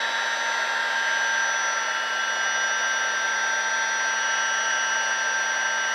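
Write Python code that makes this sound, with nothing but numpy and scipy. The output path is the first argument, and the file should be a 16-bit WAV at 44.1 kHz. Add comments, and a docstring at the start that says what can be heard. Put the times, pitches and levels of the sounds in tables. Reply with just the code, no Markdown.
"""A handheld electric pump runs steadily, close by, blowing into the valve of an inflatable camping mat.
Its rotor, sagging slightly in speed, sings on multiples of the turn rate: sums of shaft-locked sines.
The strongest tones swell and fade as the hand shifts; a thin brush buzz lies on the highest multiples.
Turbulent air rushes: noise chopped once a turn, its broad colour broken by peaks and dips.
Near the end the hand bumps the mat softly: one damped low sine."""
import sys
import numpy as np
from scipy import signal
from scipy.fft import rfft, irfft, next_fast_len
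from scipy.io import wavfile
from scipy.ndimage import map_coordinates

SR = 44100
rng = np.random.default_rng(int(sys.argv[2]) if len(sys.argv) > 2 else 0)


def unload_audio(sound):
    """Save the sound as a 16-bit wav file, at the path given as the first command line argument."""
    columns = np.transpose(np.atleast_2d(sound))
    # keep every value between -1 and 1, then stretch to whole-number steps
    steps = np.round(np.clip(columns, -1, 1) * 32767)
    wavfile.write(sys.argv[1], SR, steps.astype(np.int16))


N = 261954

# rotor speed: (time [s], turn rate [Hz])
SPEED_HZ = [(0.05, 228.6), (.4, 229.95), (.75, 229.15), (1.05, 228.3), (1.75, 226.05), (2.2, 225.2),
            (3.25, 224.5), (5.9, 224.5)]
# leading tones, as multiples of the turn rate [1]: (low, blade, motor, upper, whine)
LEADING_MULTIPLES = (4, 7, 13, 16, 26)


def amp(db):
    """Decibels to gain."""
    return 10 ** (np.asarray(db) / 20)


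def unit(x):
    """Scale to rms 1."""
    return x / np.sqrt(np.mean(x ** 2) + 1e-20)


def along(points, hz):
    """Read (Hz, value) points on a log frequency axis."""
    f, v = np.transpose(points)
    return np.interp(np.log(hz + 1), np.log(f + 1), v)


def curves(rows):
    """One value per sample for each column after the time."""
    s, *cols = np.transpose(rows)
    return [np.interp(np.arange(N) / SR, s, c) for c in cols]


def wobble(knots_per_s, size=2048):
    """Smooth random curve through normal knots."""
    at = np.linspace(0, N, size)
    knots = rng.standard_normal(size)
    curve = map_coordinates(knots, [at * knots_per_s / SR], mode="wrap")
    return np.interp(np.arange(N), at, curve)


def filtered(x, response):
    """Multiply the spectrum of x by a response of frequency."""
    m = next_fast_len(N + SR // 2)
    spectrum = rfft(x, m) * response(np.fft.rfftfreq(m, 1 / SR))
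    return irfft(spectrum, m)[..., :N]


def rotor_angle(jitter_hz):
    """Shaft angle in radians: integrated turn rate, which trembles under load."""
    turn_hz, = curves(SPEED_HZ)
    return 2 * np.pi * np.cumsum(turn_hz + jitter_hz * wobble(25.34)) / SR


def settled():
    """Share, 0-1 per sample, to which the pump has settled into its seat on the valve."""
    # (time [s], share [0-1])
    seat_share = [(0, 0), (.95, 0.28), (1.9, 0.93), (5.94, 1)]
    return np.clip(curves(seat_share)[0], 0, 1)


def partial(angle, multiple, flutter, wander_rad=0.51):
    """Shaft-locked tone, rms about 1: turbulence shakes it, its phase wanders as the pump moves."""
    phase = multiple * angle + rng.uniform(0, 2 * np.pi) + wander_rad * wobble(1)
    in_phase = (1 + flutter * wobble(30)) * np.sin(phase)
    quadrature = flutter * wobble(30) * np.cos(phase)
    return np.sqrt(2) * (in_phase + quadrature)


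def leading_tones(angle, blade_flutter, motor_flutter):
    """Two impeller and three steadier motor tones; reflections cut narrow dips between broad swells."""
    # level of the low impeller tone: (time [s], level [dB rms])
    low_db = [(0, -35.5), (1.25, -35.5), (2.1, -40), (3.1, -39.5), (3.6, -36), (5.9, -37.5)]
    # level of the blade tone: (time [s], level [dB rms])
    blade_db = [(0.65, -33), (1.3, -25.5), (1.85, -34), (2.55, -28), (5.85, -28)]
    # level of the motor tone: (time [s], level [dB rms])
    motor_db = [(0.35, -45), (0.72, -56), (1.1, -41), (1.7, -49), (2.05, -38), (3, -40), (3.4, -49),
                (3.95, -52), (4.3, -38.2), (4.95, -38), (5.35, -44.5), (5.85, -38.5)]
    # level of the upper motor tone: (time [s], level [dB rms])
    upper_db = [(0.3, -43), (1.9, -48), (2.65, -42), (3.9, -47), (4.6, -63), (5.2, -47.5)]
    # level of the piercing whine: (time [s], level [dB rms])
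    whine_db = [(0, -49), (0.45, -39.5), (0.85, -53), (1.1, -40), (1.65, -33.5), (2.05, -46), (2.6, -34),
                (3.2, -37), (4.7, -33.5), (5.85, -36.3)]
    levels = low_db, blade_db, motor_db, upper_db, whine_db
    flutters = blade_flutter, blade_flutter, motor_flutter, motor_flutter, motor_flutter
    out = np.zeros(N)
    for multiple, level_db, flutter in zip(LEADING_MULTIPLES, levels, flutters):
        gain, = curves([(s, amp(db)) for s, db in level_db])
        out += gain * partial(angle, multiple, flutter, wander_rad=0.28)
    return out


def whir(angle, drift_db, flutter, rough_flutter, rough_multiple=8):
    """Other multiples rebalance as the pump settles; short waves drift most, turbulence smears the 8th."""
    # tones from unbalance, uneven blades and commutator:
    # (multiple [1], level at first [dB rms], level once settled [dB rms]), before drift
    weak_tones = [(1, -56.5, -57.3), (2, -61.2, -58.8), (3, -50.3, -56.1), (5, -50.4, -52.1),
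                  (6, -37.3, -34.9), (8, -37, -45), (9, -54.2, -51.2), (10, -61.4, -61.3),
                  (11, -55.3, -62.7), (12, -51.1, -49.3), (14, -49.2, -50.2), (15, -49.1, -48.3),
                  (17, -42.5, -50), (18, -60.2, -63.4), (19, -50.1, -51), (20, -53.9, -56.4),
                  (21, -53.5, -53.5), (22, -53.7, -55.7), (23, -58.7, -55.2), (24, -55.7, -56.2),
                  (25, -51.3, -60.2), (27, -62.6, -63.7), (33, -59, -74), (34, -66.4, -72.3),
                  (39, -64.5, -74.6), (44, -79, -76), (56, -81, -79), (65, -83, -80)]
    out, share = np.zeros(N), settled()
    for k, first_db, settled_db in weak_tones:
        drift = drift_db * min(k / 10, 1) * wobble(1.74)
        shake = flutter + rough_flutter / (1 + (2 * (k - rough_multiple)) ** 2)
        level_db = first_db + share * (settled_db - first_db) + drift
        out += amp(level_db) * unit(partial(angle, k, shake))
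    return out


def brushes(angle, drift_db, end_multiple=70):
    """Thin comb of high multiples from the brushes, each fading in and out by itself."""
    # (frequency [Hz], level of each tone before drift [dB rms])
    buzz_db = [(6300, -72), (7050, -91), (7600, -73.5), (8200, -74), (8900, -77), (9450, -90), (10100, -82),
               (12000, -81), (15500, -88)]
    turn_hz = np.mean(curves(SPEED_HZ))
    comb = np.zeros(N)
    for k in range(LEADING_MULTIPLES[-1] + 2, end_multiple):
        level_db = along(buzz_db, k * turn_hz) + drift_db * wobble(1.52)
        comb += amp(level_db) * np.sin(k * angle + rng.uniform(0, 2 * np.pi))
    return np.sqrt(2) * comb


def air(angle, level_db, chop, gust_db, sway_db, roar_hz, hiss_hz):
    """Turbulence chopped once a turn and coloured; three bands ease and sway separately."""
    # level offsets of nozzle roar, impeller rush, leak hiss: (at first [dB], once settled [dB])
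    ease_db = [(0.1, -0.73), (1.2, -0.2), (1, -0.8)]
    turbulence = rng.standard_normal(N) * (1 + chop * np.cos(angle))
    whole = unit(hand_ripple(filtered(turbulence, air_colour)))
    roar = filtered(whole, lambda hz: 1 / (1 + (hz / roar_hz) ** 10))
    hiss = filtered(whole, lambda hz: 1 - 1 / (1 + (hz / hiss_hz) ** 10))
    rush = whole - roar - hiss
    out, share = np.zeros(N), settled()
    for (first_db, settled_db), layer in zip(ease_db, (roar, rush, hiss)):
        flow_db = first_db + share * (settled_db - first_db)
        out += amp(level_db + flow_db + sway_db * wobble(1.48) + gust_db * wobble(20)) * layer
    return out


def air_colour(hz, echo=0.1, ripple_hz=140.1):
    """Gain of the air noise: broad colour with peaks and dips, rippled by a short inverted echo."""
    # broad colour of the air noise: (frequency [Hz], relative density [dB])
    broad_db = [(120, -60.7), (190, -44), (260, -23), (550, -13), (1150, -10.5), (1750, -0.5), (2400, -16),
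                (4000, -21), (5800, -18), (6700, -31), (7600, -36.5), (9000, -36), (12000, -48.5),
                (15500, -48.4)]
    # peaks (+) and dips (-) in the colour of the air noise: (centre [Hz], width [Hz], height [dB])
    peaks_and_dips = [(601, 120, 8.0), (840, 293, 6.5), (1024, 22, 7), (1415, 40, -2.5), (1549, 69, 4),
                      (1673, 19.5, 5.5), (1990, 260, 3.5), (2470, 87, -1.5), (2586, 210, 7.5),
                      (3070, 136, -7), (3200, 150, 7.5), (3390, 153, 12), (3730, 100, 3.5),
                      (4060, 110, 0.5), (4335, 170, 7.5), (4780, 200, 4), (5100, 118, -2), (5280, 70, -5),
                      (7170, 230, -25), (9430, 270, -14.3)]
    detail_db = sum(db / (1 + (2 * (hz - centre) / width) ** 2) for centre, width, db in peaks_and_dips)
    return amp(along(broad_db, hz) + detail_db) * (1 - echo * np.exp(-2j * np.pi * hz / ripple_hz))


def hand_ripple(x, spacing_hz=1406, depth_db=2.5, size=1024):
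    """A brief shift of the hand: its reflection lays a comb-like ripple on the spectrum."""
    # (time [s], share of the ripple [0-1])
    tilt_share = [(0, 0), (3.1, 0), (3.4, 1), (3.95, 0.9), (4.2, 0), (5.94, 0.13)]
    hz, t, z = signal.stft(x, SR, nperseg=size)
    share = np.interp(t, *np.transpose(tilt_share))
    ripple_db = -depth_db * np.outer(np.cos(2 * np.pi * hz / spacing_hz), share)
    reach = np.minimum(hz / 3000, 1)  # long waves hardly notice the hand
    return signal.istft(z * amp(reach[:, None] * ripple_db), SR, nperseg=size)[1][:N]


def bump(start_s=5.76, rise_s=0.012):
    """The hand bumps the mat: one dull, quickly damped sine."""
    # (pitch [Hz], strength before rise and decay [dB], time to fall 60 dB [s])
    hz, db, t60_s = (177, -39, 0.065)
    t = np.maximum(np.arange(N) / SR - start_s, 0)
    envelope = np.exp(-np.log(1000) * t / t60_s) * (1 - np.exp(-t / rise_s)) ** 2
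    return amp(db) * envelope * np.sin(2 * np.pi * hz * t)


def scene():
    """Tones and air noise share one shaft; the bump is added."""
    angle = rotor_angle(jitter_hz=0.026)
    leading = leading_tones(angle, blade_flutter=0.058, motor_flutter=0.041)
    others = whir(angle, drift_db=2.5, flutter=0.057, rough_flutter=0.48)
    buzz = brushes(angle, drift_db=2.5)
    rushing = air(angle, level_db=-29.5, chop=0.12, gust_db=0.25, sway_db=0.3, roar_hz=1200, hiss_hz=4000)
    return (leading + others + buzz + rushing + bump())[None]


def record(dry, fade_s=0.004, top_hz=15720):
    """Fade in without a click; cut everything above the band limit."""
    opening = np.minimum(np.arange(N) / SR / fade_s, 1)
    return filtered(dry * opening, lambda hz: hz < top_hz)


dry = scene()
out = record(dry)
unload_audio(out)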